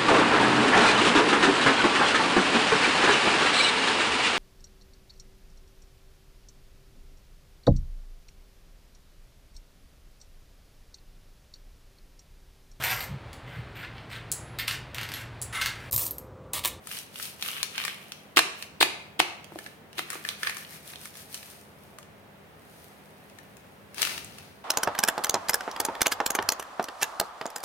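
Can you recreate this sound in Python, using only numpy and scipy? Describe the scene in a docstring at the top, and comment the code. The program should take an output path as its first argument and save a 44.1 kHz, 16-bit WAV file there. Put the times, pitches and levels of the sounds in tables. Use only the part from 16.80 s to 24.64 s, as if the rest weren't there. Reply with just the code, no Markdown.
"""A small, hard room with a soft hum. A hand gathers five plastic marker pens from a sheet of paper,
skin swishing and barrels clicking. The bundle is knocked end-on against the table three times,
then rolled to and fro between the palms, the barrels scraping and ringing. At last the pens are
laid aside and topple one after another with a rustling clatter."""
import sys
import numpy as np
from scipy import signal
from scipy.fft import rfft, irfft, next_fast_len
from scipy.io import wavfile
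from scipy.ndimage import map_coordinates

SR = 44100
rng = np.random.default_rng(int(sys.argv[2]) if len(sys.argv) > 2 else 0)


def file_out(sig):
    """Save sig as 16-bit WAV at sys.argv[1]."""
    # one column per channel
    cols = np.atleast_2d(sig).T
    # limit, then scale
    lim = np.clip(cols, -1, 1)
    pcm = np.round(lim * 32767).astype(np.int16)
    wavfile.write(sys.argv[1], SR, pcm)


N = 345744
TIME = np.arange(N) / SR
HIT_SAMPLES, HIT_GAIN_DB = 2048, 12.5  # length of one blow; make-up gain on every blow
HIT_HZ = np.fft.rfftfreq(HIT_SAMPLES, 1 / SR)


def amp(db):
    """Decibels to gain."""
    return 10 ** (np.asarray(db) / 20)


def unit(x):
    """Scale to rms 1."""
    return x / np.sqrt(np.mean(x ** 2) + 1e-20)


def along(points, hz):
    """Read (Hz, value) points on a log frequency axis."""
    point_hz, values = np.transpose(points)
    return np.interp(np.log(hz + 1), np.log(point_hz + 1), values)


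def fader(rows):
    """A gain that rides through (seconds, dB) points, silent outside them."""
    times, levels_db = np.transpose(rows)
    return amp(np.interp(TIME, times, levels_db, left=-120, right=-120))


def wobble(rate):
    """A smooth random curve, rate knots a second."""
    return map_coordinates(rng.standard_normal(int(N * rate / SR) + 4), [TIME * rate])


def filtered(x, response):
    """EQ x with a gain given as a function of Hz."""
    size = next_fast_len(x.shape[-1] + 8192)
    hz = np.fft.rfftfreq(size, 1 / SR)
    return irfft(rfft(x, size) * response(hz), size)[..., :x.shape[-1]]


def resonance(hz, centre, width):
    """Gain of one mode, 1 at its centre."""
    return 1 / np.hypot(1, 2 * (hz - centre) / width)


def add(track, start_s, sound):
    """Mix a sound into the track."""
    part = track[:, max(0, round(start_s * SR)):][:, :sound.shape[1]]
    part += sound[:, :part.shape[1]]


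# Stereo width. Each row: frequency in Hz, side over mid in dB.
STEREO_WIDTH = [(60, -8.5), (250, -6), (700, -3.5), (1300, 1), (2200, -1), (4000, 1.5), (8000, -4.5),
                (15000, -10)]
def widen(pair):
    """Two unrelated signals become left and right, alike in the bass."""
    def mid_side_gains(hz):
        width = amp(along(STEREO_WIDTH, hz))
        return np.array([np.ones_like(hz), width]) / np.hypot(1, width)
    mid, side = filtered(pair, mid_side_gains)
    return np.array([mid + side, mid - side])


def lean_left(x, amount):
    """Pull a sound to the left, most of all in the high treble."""
    tilt = [(500, 0.3), (3000, 0.19), (12000, 1.5)]
    return filtered(x, lambda hz: amp(np.outer([0.5, -0.5], amount * along(tilt, hz))))


def noise(spectrum, grain_db=0):
    """Stereo noise of rms 1; grain_db breaks it into tiny slips of uneven size."""
    slips = rng.standard_normal((2, N)) * amp(grain_db * wobble(rate=320))
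    return unit(filtered(widen(slips), lambda hz: amp(along(spectrum, hz))))


def crackle(spectrum, rate, spread_db):
    """Sparse little catches of uneven size, about rate a second, rms 1."""
    catches = (rng.random(N) < rate / SR) * amp(spread_db * rng.random(N))
    envelope = signal.lfilter([1], [1, -np.exp(-1 / (0.0005 * SR))], catches)
    bursts = envelope * rng.standard_normal((2, N))
    return unit(filtered(widen(bursts), lambda hz: amp(along(spectrum, hz))))


# Tone of the room's air and of its rumble. Each row: frequency in Hz, gain in dB.
AIR_EQ = [(25, -17), (45, -13), (85, -12.5), (150, -5), (280, -5.5), (420, -0.5), (700, -2), (1000, -6),
          (2000, -9.5), (3200, -15.5), (5000, -23.5), (7500, -28), (10000, -27.5), (16000, -26.5)]
RUMBLE_EQ = [(30, -36), (75, 0.5), (160, -2), (260, -2), (600, -32), (3000, -73)]
# The hum's tones. Each row: pitch in Hz, average level in dB.
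HUM_TONES = [(102.3, -68.5), (156.1, -63), (199.2, -61.5), (393.0, -70.5)]
# Fader ride on the rumble. Each row: time in seconds, level in dB.
RUMBLE_RIDE = [(0, -59.5), (7.2, -59), (7.44, -54), (7.84, -57.5)]
def room_tone():
    """A bed of steady air with a low, wavering hum and a rumble that drifts in level."""
    air = amp(-53.5) * noise(AIR_EQ)
    hum = np.zeros(N)
    for hz, db in HUM_TONES:
        level = amp(db + 2.5 * wobble(rate=24))
        hum += level * np.sin(2 * np.pi * hz * TIME + 0.78 * wobble(rate=12))
    rumble = fader(RUMBLE_RIDE) * amp(0.7 * wobble(rate=2.45)) * noise(RUMBLE_EQ)
    return air + hum + rumble


# Resonances of a pen. Each row: centre in Hz, width in Hz, relative strength in dB.
PEN_RESONANCES = [(1203, 190, 7.5), (1765, 200, 10.5), (2690, 210, -11), (3700, 400, -15), (4230, 300, 7.5)]
def pen_body(depth):
    """The barrel's modes as an EQ, weighted afresh by where the pen is struck."""
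    modes = [depth * amp(db + rng.normal(0, 2)) * resonance(HIT_HZ, centre, width)
             for centre, width, db in PEN_RESONANCES]
    return np.sqrt(1 + sum(mode ** 2 for mode in modes))


def blow(colour, chatter, chatter_t60, rise_s):
    """A sharp push, then thin chatter against the neighbours, ringing with the given colour; energy 1."""
    t = np.arange(HIT_SAMPLES) / SR
    envelope = amp(-60 * t / chatter_t60) * (1 - np.exp(-t / rise_s))
    force = widen(rng.standard_normal((2, HIT_SAMPLES))) * envelope
    force = signal.sosfilt(signal.butter(2, 850, "highpass", fs=SR, output="sos"), force)
    force *= chatter / np.linalg.norm(force, axis=1, keepdims=True)
    force[:, 0] += 1  # the push
    cepstrum = irfft(np.log(colour + 1e-6))  # folded so that nothing rings before the blow
    cepstrum[1:HIT_SAMPLES // 2] *= 2
    cepstrum[HIT_SAMPLES // 2 + 1:] = 0
    hit = irfft(rfft(force) * np.exp(rfft(cepstrum)))
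    hit[1] = np.roll(hit[1], 4)  # reaches the right side four samples later
    return unit(hit) / np.sqrt(HIT_SAMPLES)


BARREL_HZ, RING_Q = 2660, 17  # a typical ring; its pitch over its width
# Tone of a plastic click. Each row: frequency in Hz, gain in dB.
CLICK_EQ = [(100, -23), (700, -9), (1150, -6), (2000, -5), (3000, 1), (4200, -2.5), (5500, -3), (7500, -8),
            (9700, -6.5), (12000, -14.5), (16000, -13)]
# Barrel against barrel. Each row: start in seconds, level in dB, ring in Hz, brightness in dB,
# left over right in dB.
BARREL_CLICKS = [(0.072, -25, 1330, 16, 6.5), (0.114, -23, 2800, -6, 0), (0.172, -27, 3350, -10, -7),
                 (0.358, -26.5, 2850, -5, -2), (0.399, -24.5, 1520, 0, 2), (0.612, -31, 4690, 8, 6),
                 (0.625, -15, 3500, -1, 4), (0.686, -18.5, 2800, -7, -2), (0.83, -10.5, 3240, 4.5, 5),
                 (0.98, -14, 2420, -2, 3), (1.016, -24.5, 2620, -6, 6), (1.039, -21, 2370, -4, -8),
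                 (1.051, -20, 1860, 6.5, 16), (1.08, -17, 1710, -3, -5), (1.32, -22.5, 4520, -3.5, 0),
                 (1.825, -21, 3100, 0, -1), (2.644, -36, 2900, 5, -13), (2.788, -24, 1740, 3.5, 0),
                 (2.863, -25, 1730, -4, -1), (3.13, -35, 2870, 1, -2), (3.182, -20.5, 2550, -9, 9),
                 (3.303, -19, 1760, 11, 7), (3.331, -22.5, 1170, 9, -3), (3.45, -17.5, 1730, -1, 1),
                 (3.489, -13.5, 3870, -2.5, -1), (3.632, -12.5, 1760, -1, 2.5), (3.671, -11, 1810, -8, -2),
                 (3.696, -17, 1880, 3, 3), (3.769, -23, 1760, 9, 6), (3.849, -31.5, 2900, -22, -3),
                 (4.136, -29.5, 2120, -12, 1), (4.158, -27.5, 3600, -3, 0), (4.256, -27.5, 1790, 12, -4),
                 (4.354, -33, 2300, 3, -1), (4.544, -20, 4330, 6, 1), (4.629, -32.5, 2280, -6, 0),
                 (5.186, -29.5, 1190, 10, 4), (5.229, -39, 3030, 2, 2), (6.587, -33.5, 1780, 3, 8),
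                 (6.769, -40, 2580, 10, 9), (7.145, -31, 2250, 11, 7), (7.182, -25, 2600, -1, 14),
                 (7.219, -9, 4660, 4, 10), (7.379, -22.5, 2700, 1, 6), (7.446, -28, 2310, 18, 0),
                 (7.585, -30, 2600, 4, 3)]
def clicks(rows):
    """Barrels snap together, each pair ringing briefly: the lower its pitch, the hollower and clearer."""
    out = np.zeros((2, N))
    for start, db, ring_hz, bright_db, lean_db in rows:
        hollow_db = 2 + 6.5 * np.log2(BARREL_HZ / ring_hz)
        balance_db = along([(2000, hollow_db), (2800, 0), (4500, 0), (7000, bright_db)], HIT_HZ)
        clarity = 2 * (BARREL_HZ / ring_hz) ** 1.35
        ring = 1 + clarity * resonance(HIT_HZ, ring_hz, width=ring_hz / RING_Q)
        colour = amp(along(CLICK_EQ, HIT_HZ) + balance_db) * ring * pen_body(depth=0.4)
        click = blow(colour, chatter=1.3, chatter_t60=0.015, rise_s=0.00026)
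        pan = amp([[lean_db / 2], [-lean_db / 2]])
        add(out, start, amp(db + HIT_GAIN_DB) * pan * click)
    return out


ROLL_START_S = 3.338
OPEN_RING_HZ, CUPPED_RING_HZ = 2970, 1890  # scraping barrels ring lower between the palms
# Tone of the skin's swish and of the barrels' scrape. Each row: frequency in Hz, gain in dB.
SKIN_EQ = [(200, -27), (900, -24), (1500, -5), (4000, 2.5), (6400, -0.5), (7200, -3.5), (9700, 4),
           (11200, -3), (13500, 1), (16000, -10.5)]
SCRAPE_EQ = [(200, -20.5), (800, -17), (1200, -2), (2000, -6), (2900, -5.5), (4200, -8), (6000, -23),
             (16000, -51)]
# Single hand moves. Each row: middle in seconds, half length in seconds, swish in dB, scrape in dB.
HAND_STROKES = [(0.152, 0.048, -42, -50.5), (0.435, 0.05, -40.5, -51), (0.67, 0.036, -40.5, -44),
                (0.783, 0.045, -47, -44.5), (1.025, 0.058, -47, -42.5), (1.23, 0.15, -60.5, -61),
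                (1.81, 0.032, -54, -57), (2.83, 0.074, -57.5, -62), (3.199, 0.022, -48, -49),
                (3.68, 0.022, -50, -43), (4.69, 0.092, -53, -66.5), (5.05, 0.07, -66, -74),
                (6.0, 0.094, -62.5, -89), (6.507, 0.61, -68.5, -70.5)]
def sliding(strokes):
    """Each stroke swells and fades: skin swishes over paper and plastic, barrels scrape and ring."""
    swish, barrels = np.zeros(N), np.zeros((2, N))
    friction = noise(SCRAPE_EQ, grain_db=2.5) + amp(-1.5) * crackle(SCRAPE_EQ, rate=260, spread_db=18)
    for middle, half, swish_db, scrape_db in strokes:
        moving = np.abs(TIME - middle) < 4 * half
        speed = np.exp(-0.5 * np.abs((TIME[moving] - middle) / half) ** 1.81)  # nearly a bell curve
        swish[moving] += amp(swish_db) * speed
        ring_hz = OPEN_RING_HZ if middle < ROLL_START_S else CUPPED_RING_HZ
        rub = friction[:, moving] * speed
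        scrape = filtered(rub, lambda hz: 0.5 + 1.52 * resonance(hz, ring_hz, width=860))
        add(barrels, TIME[moving][0], amp(scrape_db) * scrape)
    skin = noise(SKIN_EQ, grain_db=-0.2) + amp(-3) * crackle(SKIN_EQ, rate=160, spread_db=33)
    return swish * lean_left(skin, amount=2) + barrels


def light_ticks(strokes, over_scrape_db=12.5, scatter_db=7.5, scatter_octaves=0.23, bright_db=4):
    """Click rows: barrels touch at two chance moments a stroke, harder the more they scrape."""
    rows = []
    for middle, half, _, scrape_db in strokes:
        for size, pitch in rng.standard_normal((2, 2)):
            start = middle + half * rng.uniform(-1.3, 1.3)
            db = scrape_db + over_scrape_db + scatter_db * size
            rows.append((start, db, BARREL_HZ * 2 ** (scatter_octaves * pitch), bright_db, 0))
    return rows


# Tone of the loose pens' rattle. Each row: frequency in Hz, gain in dB.
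RATTLE_EQ = [(100, -52), (300, -1), (900, -16), (2000, -5), (3100, 0.5), (4200, 2), (5500, -13),
             (10000, -12.5), (16000, -21.5)]
# Bursts of rattle. Each row: start in seconds, release point in seconds, level in dB.
RATTLE_BURSTS = [(1.56, 1.596, -22), (2.001, 2.037, -20), (2.389, 2.398, -21.5), (3.177, 3.193, -34)]
def jostle(rise_s=0.0052, fall_s=0.0012):
    """Loose barrels rattle densely as the bundle comes down."""
    level = np.zeros(N)
    for start, end, db in RATTLE_BURSTS:
        attack = np.clip((TIME - start) / rise_s, 0, 1) ** 2
        release = np.exp(-np.maximum(TIME - end, 0) / fall_s)
        level += amp(db) * attack * release
    return level * lean_left(noise(RATTLE_EQ, grain_db=3), amount=2.5)


# Tone of the struck tabletop. Each row: frequency in Hz, gain in dB.
TABLETOP_EQ = [(60, -27), (150, -20.5), (250, -12), (310, 2.5), (520, -7), (740, 2.5), (1050, -0.5),
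               (1800, -6), (2700, -1), (4200, -10), (5500, -11.5), (9500, -14.5), (16000, -32)]
# Pen ends landing. Each row: start in seconds, level in dB, thud and treble in dB against the mids.
TABLE_KNOCKS = [(1.571, 1, -5, 0), (1.579, -3, -5.5, -2), (1.591, -1, -0.5, 4), (2.012, -5, -1.5, -8),
                (2.028, -0.5, -2.5, -2), (2.401, -0.5, -3, -4.5), (2.721, -30.5, 20, -17),
                (2.758, -23, 27, -10), (3.193, -14, -4.5, -9), (3.355, -25.5, 13, -8)]
def knocks():
    """Pen ends strike the table: hard landings are bright, cushioned ones only thud."""
    out = np.zeros((2, N))
    for start, db, thud_db, treble_db in TABLE_KNOCKS:
        hardness = [(60, 0.0077), (200, thud_db), (600, thud_db), (1800, 0), (7000, treble_db)]
        colour = amp(along(TABLETOP_EQ, HIT_HZ) + along(hardness, HIT_HZ)) * pen_body(depth=0.58)
        knock = blow(colour, chatter=1.13, chatter_t60=0.012, rise_s=0.00051)
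        add(out, start, amp(db + HIT_GAIN_DB) * knock)
    return out


def rolling(count=9, gap_s=0.151, half_s=0.034, swish_db=-47, scrape_db=-47.5):
    """Stroke rows: the palms rub evenly to and fro, the scrape fading as the pens fall into a row."""
    return [(ROLL_START_S + k * gap_s, half_s, swish_db - 0.14 * k, scrape_db - 2 * k)
            for k in range(count)]


# Tone of pens skidding on paper. Each row: frequency in Hz, gain in dB.
RUSTLE_EQ = [(50, -30), (120, -12), (250, -4), (500, -6), (1000, -2.5), (1900, 0.5), (2700, -1.5),
             (4200, -0.5), (6000, -6), (7500, -12.5), (9500, -6.5), (12000, -12), (16000, -15)]
# Fader ride on the rustle. Each row: time in seconds, level in dB.
RUSTLE_RIDE = [(7.1, -77), (7.194, -34), (7.32, -36.5), (7.478, -53.5), (7.644, -54), (7.84, -70)]
def lay_down():
    """The pens skid and rattle to rest on the paper, off to the left."""
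    rustle = unit(noise(RUSTLE_EQ, grain_db=1.5) + amp(-7) * crackle(RUSTLE_EQ, rate=320, spread_db=37))
    return fader(RUSTLE_RIDE) * lean_left(rustle, amount=4.5)


def toppling(start_s=7.229, gap_s=0.0218, first_db=-9, loss_db=5, bright_db=1, lean_db=3):
    """Click rows: the five pens drop onto each other in turn, each softer than the last."""
    return [(start_s + k * gap_s, first_db - k * loss_db, BARREL_HZ, bright_db, lean_db)
            for k in range(5)]


# Length of the room's tail. Each row: frequency in Hz, seconds to fall by 60 dB.
REVERB_T60 = [(200, 0.13), (530, 0.68), (1400, 0.62), (2800, 0.59), (5000, 0.51), (10000, 0.45),
              (16000, 0.13)]
# Tone of the tail. Each row: frequency in Hz, gain in dB.
REVERB_EQ = [(100, 16.5), (300, 8), (600, 1), (1800, -1.5), (2400, 4.5), (2800, 2.5), (3300, -0.5),
             (6400, 3), (7500, 0.5), (9500, 0), (15000, 5.5)]
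def reverb(send, early_db, early_t60, predelay_s=0.003):
    """Near surfaces answer at once, then the walls die away by band; each half second has its own tail."""
    out = np.zeros((2, N))
    block = SR // 2
    for start in range(0, N, block):
        hz, t, bands = signal.stft(rng.standard_normal((2, SR * 2 // 3)), SR, nperseg=256)
        late = amp(-60 * t / along(REVERB_T60, hz)[:, None])
        early = amp(early_db - 60 * t / early_t60)
        colour = amp(along(REVERB_EQ, hz))[:, None]
        tail = widen(signal.istft(bands * (late + early) * colour, SR, nperseg=256)[1])
        tail /= np.linalg.norm(tail[0])
        wet = signal.fftconvolve(send[:, start:start + block], tail, axes=1)
        add(out, start / SR + predelay_s, wet)
    return out


def scene():
    """The pen handling and its reverb over the room tone."""
    strokes = HAND_STROKES + rolling()
    landings = knocks() + jostle()
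    rubs = sliding(strokes) + lay_down()
    ticks = clicks(BARREL_CLICKS + toppling() + light_ticks(strokes))
    send = amp(-6.5) * landings + amp(-4.5) * ticks + amp(-5) * rubs
    return landings + ticks + rubs + reverb(send, early_db=-2.5, early_t60=0.072) + room_tone()


def record(dry):
    """The loudest knocks flatten at full scale; deep rumble and the highest treble are cut."""
    low_hz, top_hz = 50, 16300
    clipped = np.clip(dry, -1, 1)
    low_cut = filtered(clipped, lambda hz: hz ** 3 / np.hypot(hz ** 3, low_hz ** 3))
    return filtered(low_cut, lambda hz: 1 / np.sqrt(1 + (hz / top_hz) ** 200))


dry = scene()
out = record(dry)
file_out(out)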